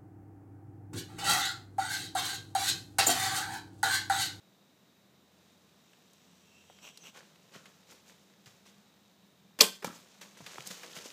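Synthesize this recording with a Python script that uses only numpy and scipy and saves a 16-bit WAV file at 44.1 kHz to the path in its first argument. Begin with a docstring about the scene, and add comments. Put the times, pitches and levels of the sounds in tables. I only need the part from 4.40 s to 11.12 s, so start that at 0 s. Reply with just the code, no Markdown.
"""A bow is drawn and shot right beside the microphone, in quiet autumn woods.
Its arrow slides over the rest as filtered noise and crackle; a deer bounds through dry leaves and stops.
The string cracks into a ring of decaying partials, and the arrow thumps home a quarter second later.
The deer crashes off in bursts of tiny fractures, dull thuds and snapping twigs.
A hush of coloured noise with faint drones lies beneath, and the trunks throw back a scattered echo."""
import sys
import numpy as np
from scipy import signal
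from scipy.io import wavfile

SR = 44100
rng = np.random.default_rng(int(sys.argv[2]) if len(sys.argv) > 2 else 0)


def master(y):
    """Save y as 16-bit WAV."""
    cut = np.clip(np.atleast_2d(y).T, -1, 1)
    pcm = np.round(cut * 32767)  # scale
    wavfile.write(sys.argv[1], SR, pcm.astype(np.int16))


N = 296425
TIME = np.arange(N) / SR
HZ = np.fft.rfftfreq(2048, 1 / SR)
BRIEF = SR // 5  # samples in one snap or thud


def draw(squeak_share=.08, sing_db=-10, fullness=.7, glide_per_s=.04, wander=.02,
         bump_db=-54, bump_hz=198, bump_lead_s=.021):
    """The shaft sings thinly over the rest, its resonances rising as it travels; hard pulls rasp and bump."""
    # resonances of the shaft on its rest, before their shift: pitch_hz, width_hz, relative_db
    shaft = [(2750, 420, -5), (3190, 300, -3), (5640, 500, -3), (6170, 500, -8), (7120, 400, -8),
             (7800, 410, -5.5)]
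    # colour of the rasp under a hard pull: frequency_hz, relative_db (per Hz)
    rasp_colour = [(90, -12.5), (200, -4), (400, 1), (1300, 1.5), (1900, -3.5), (2750, 10.5), (3300, 3),
                   (3900, 0), (4900, -8.5), (5800, 2), (7000, -2), (9500, -17.5), (13500, -10.5),
                   (15000, -13.5)]
    # hard pulls of the string: start_s, length_s, rasp_db
    pulls = [(2.416, .098, -53), (2.626, .082, -53.5)]
    # thin squeaks of the shaft: start_s, length_s, pitch_hz, level_db
    squeaks = [(2.04, .25, 2680, -67), (2.25, .17, 3180, -69), (2.602, .04, 6150, -56.5)]
    start_s, full_s, end_s = 1.4, 2.55, 3.1
    # friction builds steadily up to full draw, then fades as the bow is held
    friction_db, build_db_per_s, ease_db_per_s, scrape_db = -65.5, 14, 38, -5.5

    t = TIME[(TIME > start_s) & (TIME < end_s)]
    count, to_full, out = len(t), t - full_s, np.zeros(N)
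    friction = amp(friction_db + np.minimum(build_db_per_s * to_full, -ease_db_per_s * to_full))
    pull = sum(amp(db) * arch(t, s, length) ** fullness for s, length, db in pulls)

    shift = 1.035 + glide_per_s * to_full + wander * waver(count, per_s=12)
    ring = sum(amp(db) * unit(resonate(rng.standard_normal(count), hz * shift, width))
               for hz, width, db in shaft)
    singing = (friction + amp(sing_db) * pull) * unit(ring)

    slips = crackle(count, per_s=2000, spread_db=3, wash=.8, clump_db=1.4)
    scraping = (amp(scrape_db) * friction + pull) * colour(slips, read(rasp_colour))
    add(out, t[0], singing + scraping)

    for s, length, hz, db in squeaks:
        squeak = unit(resonate(rng.standard_normal(count), hz, squeak_share * hz))
        add(out, t[0], amp(db) * arch(t, s, length) * squeak)
    for s, length, _ in pulls:
        add(out, s + length - bump_lead_s, thud(bump_db, bump_hz, cycles=12))
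    return out


def shot(slam_db=-4, rattle_db=-18.3, rattle_t60=0.17, buzz_db=-45, buzz_hz=3200, zip_db=-12, zip_hz=2500):
    """The string zips forward, slams to a stop and leaves the bow ringing and rattling."""
    # partials of limbs, string and riser: pitch_hz, level_db, t60_s
    partials = [(191, -40.5, 0.39), (271, -38.5, .08), (367, -27, 0.044), (442, -19.5, 0.11),
                (491, -27, 0.082), (577, -25, 0.083), (791, -31, .08), (1047, -33, .2), (1103, -28, 0.1),
                (1552, -39, 0.32), (2410, -39, 0.21), (3100, -39.5, 0.22), (3205, -35, 0.22),
                (3495, -31.5, 0.23), (4020, -34, 0.13), (4493, -23.5, 0.099), (4680, -28.5, 0.18),
                (4970, -21.5, 0.054), (5790, -14.5, 0.038), (6130, -29, 0.083), (7160, -30, 0.12),
                (7810, -26.5, 0.13), (8320, -32, .11)]
    # colour of the string's slam: frequency_hz, relative_db (per Hz)
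    slam_colour = [(100, -52), (330, -17), (700, -27), (1400, -18), (2000, -14), (2800, -2.5), (4300, 3),
                   (5850, 2.5), (6700, -5), (8300, -13.5), (10000, -22.5), (13000, -9.5), (15000, -17)]
    # colour of the bow's rattle: frequency_hz, relative_db (per Hz)
    rattle_colour = [(80, -40.5), (190, -3.5), (420, 3.5), (700, -3), (1100, -0.5), (1400, -5),
                     (2000, -6.5), (2700, -1.5), (5800, -5.5), (6600, -7), (8400, -2), (9600, -9),
                     (13000, -8.5), (15000, -14.5)]
    shot_s = 5.2083

    out = np.zeros(N)
    ring = modes(partials, rough=.55, flutter_share=.045)
    blow = rng.choice([-1., 1.], SR) * swell(rise=.0002, t60=.03)
    slam = amp(slam_db) * colour(blow, read(slam_colour))
    chatter = crackle(SR, per_s=4000, spread_db=2.5, wash=1, clump_db=1.5)
    chatter = chatter * swell(rise=.003, t60=rattle_t60)
    rattle = amp(rattle_db) * colour(chatter, read(rattle_colour))
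    # a loose fitting buzzes on, then seats itself
    buzz = unit(resonate(rng.standard_normal(SR), buzz_hz, width=380)) * swell(rise=.04, t60=.45)
    buzz = buzz * np.interp(TIME[:SR], [.15, .18], [1, 0])
    add(out, shot_s, ring + slam + rattle + amp(buzz_db) * buzz)

    # the last few milliseconds of travel: a short whistle rising from .9 to 1.147 of zip_hz
    run_up = np.linspace(0, 1, 130)
    whistle = np.sin(2 * np.pi * np.cumsum(zip_hz * (.9 + 0.247 * run_up)) / SR)
    add(out, shot_s - len(run_up) / SR, amp(zip_db) * np.sqrt(run_up) * whistle)
    return out


def gear(release_s=5.1893, rush_s=5.2035):
    """Small clicks during the draw; the release trips, the arrow rushes over its rest, loose parts clack."""
    # clicks of the bow and its gear during the draw: start_s, level_db, centre_hz
    clicks = [(1.533, -55, 2400), (1.733, -57, 6440), (2.299, -47, 600), (2.387, -53, 2280),
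              (2.574, -43.5, 4740), (2.958, -56.5, 2600)]
    # loose parts clacking after the slam: start_s, level_db
    clacks = [(5.2187, -12), (5.2221, -15), (5.2395, -25), (5.267, -28.5)]

    out = np.zeros(N)
    for s, db, hz in clicks:
        add(out, s, snap(db, hz, octaves=.8, t60=.024))
    add(out, release_s, snap(db=-36.5, hz=3800, octaves=1.5, t60=.079))
    add(out, release_s, snap(db=-39, hz=550, octaves=1.2, t60=.15))
    add(out, rush_s, snap(db=-32, hz=3000, octaves=1.4, t60=.093))
    for s, db in clacks:
        add(out, s, snap(db, hz=7200, octaves=1.4, t60=.005))
    return out


def hit(lead_s=.0215, tick_lead_s=.0178, knock_gap_s=.026, knock_db=-33.5, knock_hz=228, knock_fall_db=8,
        shaft_db=-6, shaft_lag_s=.007):
    """After a rustle and a tick the arrow cracks and knocks hollowly, then jolts a few times, ever weaker."""
    # partials of the ribcage struck by the arrow: pitch_hz, level_db, t60_s
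    ribs = [(175, -37, 0.088), (520, -23.5, 0.021), (810, -35, 0.057), (954, -28.5, 0.03),
            (1366, -33.5, 0.031), (1720, -35, 0.018), (2355, -33, 0.031), (7500, -46, .04)]
    hit_s = 5.445

    out = np.zeros(N)
    add(out, hit_s - lead_s, snap(db=-46, hz=700, octaves=1.6, t60=.13))
    tick = snap(db=-42, hz=1800, octaves=.68, t60=.014) + thud(db=-44, hz=400, cycles=15)
    add(out, hit_s - tick_lead_s, tick)
    add(out, hit_s, modes(ribs, rough=0.23, flutter_share=.1))
    add(out, hit_s, snap(db=-36, hz=9000, octaves=1.8, t60=.03))
    add(out, hit_s, snap(db=-43, hz=1200, octaves=1.3, t60=.1))
    for k in range(3):
        s = hit_s + (k + 1) * knock_gap_s
        db = knock_db - k * knock_fall_db
        add(out, s, thud(db, knock_hz, cycles=6.5))
        add(out, s + shaft_lag_s, snap(db + shaft_db, hz=1280, octaves=.35, t60=.04))
    return out


def leaves(stem_hz=1450, stem_octaves=0.89):
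    """Each stride crushes a burst of leaves, which go on settling; crushed stems fill the middle."""
    # colour of dry leaves, before its tilt: frequency_hz, relative_db (per Hz)
    leaf_colour = [(60, -26), (170, 14.5), (340, 5), (520, 9.5), (780, 1.5), (1050, 2.5), (1500, 0),
                   (2000, 0.5), (2450, 1), (3800, 0.5), (5000, -0.5), (6800, -1), (9500, -11), (15000, -15)]
    # hooves ploughing the litter: start_s, level_db, rise_s, stems_db (crushed stems, in the colour)
    strides = [(2.725, -50.5, .055, 6.5), (3.107, -51, .051, 5), (3.254, -57.5, .0065, 5),
               (3.455, -57, .07, 1), (3.635, -60, .065, 1.5), (4.054, -56.5, .016, 1), (4.24, -63, .035, 1),
               (5.443, -42.5, .003, -4.5), (5.5, -56, .06, -2), (5.808, -47.5, .009, 2),
               (5.967, -57, .01, 2), (6.062, -48, .005, 4), (6.245, -49, .03, -8), (6.299, -43.5, .01, -1),
               (6.429, -52.5, .005, 1), (6.54, -46.5, .032, -1), (6.639, -52, .024, -2)]
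    # stirring beneath the strides, a level curve: time_s, level_db
    stir = [(.8, -84), (1.0, -73), (3.2, -69.5), (4.5, -74), (5.15, -81), (5.55, -66), (5.95, -64),
            (6.12, -53.3), (6.72, -54.3)]
    # a stride dies quickly, then thrown leaves settle; below firm_db their share grows as strides soften
    crush_t60, settle_t60, settle_db, firm_db, settle_db_per_db = .15, .6, -11.5, -50, .75
    # strides with few stems are brighter: dB per octave, and its fall per dB of stems
    bright_db, dull_per_stem = 1.3, .27

    octave = np.log2(HZ + 1)
    stems = np.exp(-((octave - np.log2(stem_hz)) / stem_octaves) ** 2)
    settling = crunch(N, per_s=350, spread_db=4, wash=.8, clump_db=2.8)
    litter = crunch(3 * SR, per_s=600, spread_db=3.7, wash=.8, clump_db=2.6)
    out = amp(curves(stir)[0]) * colour(settling, read(leaf_colour) + .8 * octave)
    for s, db, rise, stem_db in strides:
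        crush = litter[rng.integers(2 * SR):][:SR]
        thrown = amp(settle_db - settle_db_per_db * min(db - firm_db, 0))
        envelope = np.hypot(swell(rise, crush_t60), thrown * swell(rise, settle_t60))
        tilt = bright_db - dull_per_stem * stem_db
        stride_colour = read(leaf_colour) + tilt * octave + stem_db * stems
        add(out, s, amp(db) * colour(crush * envelope, stride_colour))
    return out


def twigs(octaves=.75, small_db=-56, small_hz=2000, small_t60=.03, spread_db=2.5, count=8):
    """A few twigs break loudly as brief volleys; smaller ones go at random as the deer runs."""
    # twigs broken underfoot: start_s, level_db, centre_hz, t60_s
    breaks = [(3.162, -49.5, 2500, .025), (3.2562, -48.5, 2470, .025), (4.059, -52, 3980, .037),
              (5.972, -52, 1700, .025), (6.005, -46.5, 596, .032), (6.063, -41, 2870, .046),
              (6.158, -43, 1500, .016), (6.1825, -33, 1400, .013), (6.2069, -35.5, 2960, .0073),
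              (6.2728, -34.5, 7000, .018), (6.432, -42.5, 1900, .038), (6.565, -42, 2250, .034),
              (6.587, -44, 3200, .022)]
    bolt_s = 6.05  # the deer is running from here on

    out = np.zeros(N)
    for s, db, hz, t60 in breaks:
        add(out, s, snap(db, hz, octaves, t60))
    for when, size, pitch in rng.uniform(-1, 1, (count, 3)):
        s = np.interp(when, [-1, 1], [bolt_s, TIME[-1]])
        add(out, s, snap(small_db + spread_db * size, small_hz * 2 ** pitch, octaves, small_t60))
    return out


def thuds():
    """Hooves strike the soft ground with low, quickly dying tones that sag in pitch."""
    # dull blows, timed half a cycle after they start: time_s, peak_db, pitch_hz (nominal)
    blows = [(3.162, -48, 169), (4.068, -53, 125), (6.005, -46, 183), (6.022, -50, 141), (6.184, -43, 340),
             (6.19, -47, 153), (6.272, -49, 190), (6.306, -42, 204), (6.57, -46, 180), (6.661, -51.5, 220)]
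    out = np.zeros(N)
    for s, db, hz in blows:
        add(out, s - .5 / hz, thud(db, hz, cycles=9))
    return out


def air(db=-66.0, hum_hz=200):
    """The hush of the woods is coloured noise, with narrow noise bands for drones and a distant hum."""
    # colour of the still woods: frequency_hz, relative_db (per Hz)
    hush_colour = [(30, -13.5), (55, -26.5), (85, -19), (115, -7), (180, -1.5), (270, -6.5), (450, -9.5),
                   (700, -12), (1500, -18), (3000, -20), (7000, -24), (10000, -32.5), (14500, -27)]
    # faint steady tones: pitch_hz, width_hz, level_db
    drones = [(86.6, 1.9, -83.5), (177.3, 25.2, -75), (3780, 460, -76.5)]
    # the hum swells once
    base_db, swell_db, peak_s, swell_s = -75.5, 8, 4.45, .65

    out = amp(db) * colour(rng.standard_normal(N), read(hush_colour))
    for hz, width, level in drones:
        out += amp(level) * unit(resonate(rng.standard_normal(N), hz, width))
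    hum_db = base_db + swell_db * np.exp(-((TIME - peak_s) / swell_s) ** 2)
    return out + amp(hum_db) * unit(resonate(rng.standard_normal(N), hum_hz, width=7.1))


def woods(x):
    """Scattered echoes from trunks and ground, each band dying at its own speed."""
    # echo decay among the trunks: frequency_hz, t60_s
    decay = [(150, 0.45), (500, 0.33), (1500, 0.46), (3200, .43), (6000, .37), (8500, 0.39), (14000, .34)]
    # about 2500 random reflections a second, gathering over the first 15 ms
    taps = rng.standard_normal(SR) * (rng.random(SR) < 2500 / SR) * np.minimum(TIME[:SR] / 0.015, 1)
    hz, t, z = signal.stft(taps, SR, nperseg=256)
    fading = z * amp(-60 * t / read(decay, hz)[:, None])
    tail = signal.istft(fading, SR, nperseg=256)[1]
    return signal.oaconvolve(x, tail / np.linalg.norm(tail))[:N]


def modes(table, rough, flutter_share, loosen_s=0.035):
    """One second of a struck body's ring: it starts clean, then each partial flutters, the high ones faster."""
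    t, out = TIME[:SR], np.zeros(SR)
    depth = rough * np.minimum(t / loosen_s, 1)
    for k, (hz, db, t60) in enumerate(table):
        flutter = 1 + depth * (waver(SR, flutter_share * hz) + 1j * waver(SR, flutter_share * hz))
        onset = np.minimum(2 * hz * t, 1)  # rises over half a cycle
        wave = (flutter * np.exp(2j * np.pi * hz * t)).imag
        out += (-1) ** k * onset * amp(db - 60 * t / t60) * wave
    return out / np.sqrt(1 + 2 * depth ** 2)


def snap(db, hz, octaves, t60):
    """A brief volley of fractures in one broad resonance."""
    volley = rng.choice([-1., 1.], BRIEF) * swell(rise=.00013, t60=t60, count=BRIEF)
    body_db = -20 * np.log10(1 + (np.log2((HZ + 1) / hz) / octaves) ** 2) - 2 * np.log2(1 + HZ / hz)
    bass_loss_db = 20 * np.log10(1 + (150 / (HZ + 1)) ** 2)
    sound = colour(volley, body_db - bass_loss_db)
    return amp(db) * unit(sound) * np.std(volley)


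def thud(db, hz, cycles, sag=.3):
    """A soft, heavy blow: it builds over one cycle, sags in pitch and dies within so many cycles."""
    turns = np.cumsum(hz * (.85 + sag * np.exp(-TIME[:BRIEF] / .012))) / SR
    return amp(db) * swell(rise=1 / hz, t60=cycles / hz, count=BRIEF) * np.sin(2 * np.pi * turns)


def crunch(count, per_s, spread_db, wash, clump_db):
    """Leaves and stems crackle in octave bands by size; small, bright pieces are the most numerous."""
    out = np.zeros(count)
    for hz in np.geomspace(400, 12800, 6):
        band = signal.butter(1, [hz / np.sqrt(2), hz * np.sqrt(2)], "band", fs=SR)
        smallness = hz / 2500
        clumping = clump_db / np.sqrt(1 + smallness / 2)
        out += signal.lfilter(*band, crackle(count, per_s * smallness, spread_db, wash, clumping))
    return unit(out)


def crackle(count, per_s, spread_db, wash, clump_db=2):
    """Clumps of tiny, very unequal fractures over a wash of countless smaller ones."""
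    sizes = amp(spread_db * np.minimum(rng.exponential(1, count), 4)) * rng.choice([-1, 1], count)
    grains = unit(sizes * (rng.random(count) < per_s / SR)) + wash * rng.standard_normal(count)
    return unit(grains * amp(clump_db * waver(count, per_s=170)))


def resonate(x, hz, width):
    """A steep resonance whose pitch may follow a curve."""
    turn = np.exp(2j * np.pi * np.cumsum(hz * np.ones(len(x))) / SR)
    r = np.exp(-np.pi * width / SR)
    # shift the band down to zero, smooth it there, shift it back
    return (turn * signal.lfilter([(1 - r) ** 2], [1, -2 * r, r * r], x / turn)).real


def colour(x, db):
    """Causal minimum-phase filter of unit energy, shaped by the relative gain on HZ."""
    log_gain = np.log(amp(np.maximum(db - db.max(), -90)))
    circle = np.r_[log_gain, log_gain[-2:0:-1]]
    taps = np.fft.ifft(np.exp(np.conj(signal.hilbert(circle)))).real
    return signal.oaconvolve(x, taps / np.linalg.norm(taps))[:len(x)]


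def swell(rise, t60, count=SR):
    """An envelope, one second unless told otherwise: a rounded rise, then a decay."""
    t = TIME[:count]
    return np.sin(np.pi / 2 * np.minimum(t / rise, 1)) ** 2 * amp(-60 * np.maximum(t - rise, 0) / t60)


def arch(t, start, length):
    """A rounded rise and fall over the given stretch, silence outside it."""
    return np.sin(np.pi * np.clip((t - start) / length, 0, 1)).clip(0)


def waver(count, per_s):
    """Smooth chance of rms 1 that takes a new value so many times a second."""
    steps = np.arange(count) / SR * per_s
    return np.interp(steps, np.arange(count), rng.standard_normal(count)) * np.sqrt(3 / 2)


def amp(db):
    """Decibels to gain."""
    return np.exp(np.asarray(db) * np.log(10) / 20)


def unit(x):
    """Scales to rms 1."""
    return x / np.sqrt(np.mean(x ** 2) + 1e-20)


def read(points, hz=HZ):
    """Reads a curve of values on a log-frequency axis."""
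    f, value = np.transpose(points)
    return np.interp(np.log(hz + 1), np.log(f), value)


def curves(rows):
    """Each column of a control table, sample by sample."""
    s, *columns = np.transpose(rows)
    return [np.interp(TIME, s, c) for c in columns]


def add(mix, s, sound):
    """Mixes a sound in at time s."""
    part = mix[round(s * SR):][:len(sound)]
    part += sound[:len(part)]


def scene(near_echo_db=-22, far_echo_db=-11, tick_echo_db=-14):
    """The bow is close with little echo; the deer is farther off among the trees, with more."""
    near = draw() + shot()
    far = hit() + leaves() + thuds()
    ticks = gear() + twigs()
    echo = woods(amp(near_echo_db) * near + amp(far_echo_db) * far + amp(tick_echo_db) * ticks)
    return (air() + near + far + ticks + echo)[None]


def record(dry, ceiling=1.05, low_cut_hz=70, edge_hz=15500):
    """The small microphone rounds off the highest peaks and sheds deep bass; then the band limit."""
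    rounded = ceiling * np.tanh(dry / ceiling)
    thin = signal.lfilter(*signal.butter(2, low_cut_hz, "high", fs=SR), rounded)
    band_limit = signal.firwin(511, edge_hz, window=("kaiser", 9), fs=SR)
    return signal.oaconvolve(thin, band_limit[None], "same")


dry = scene()
out = record(dry)
master(out)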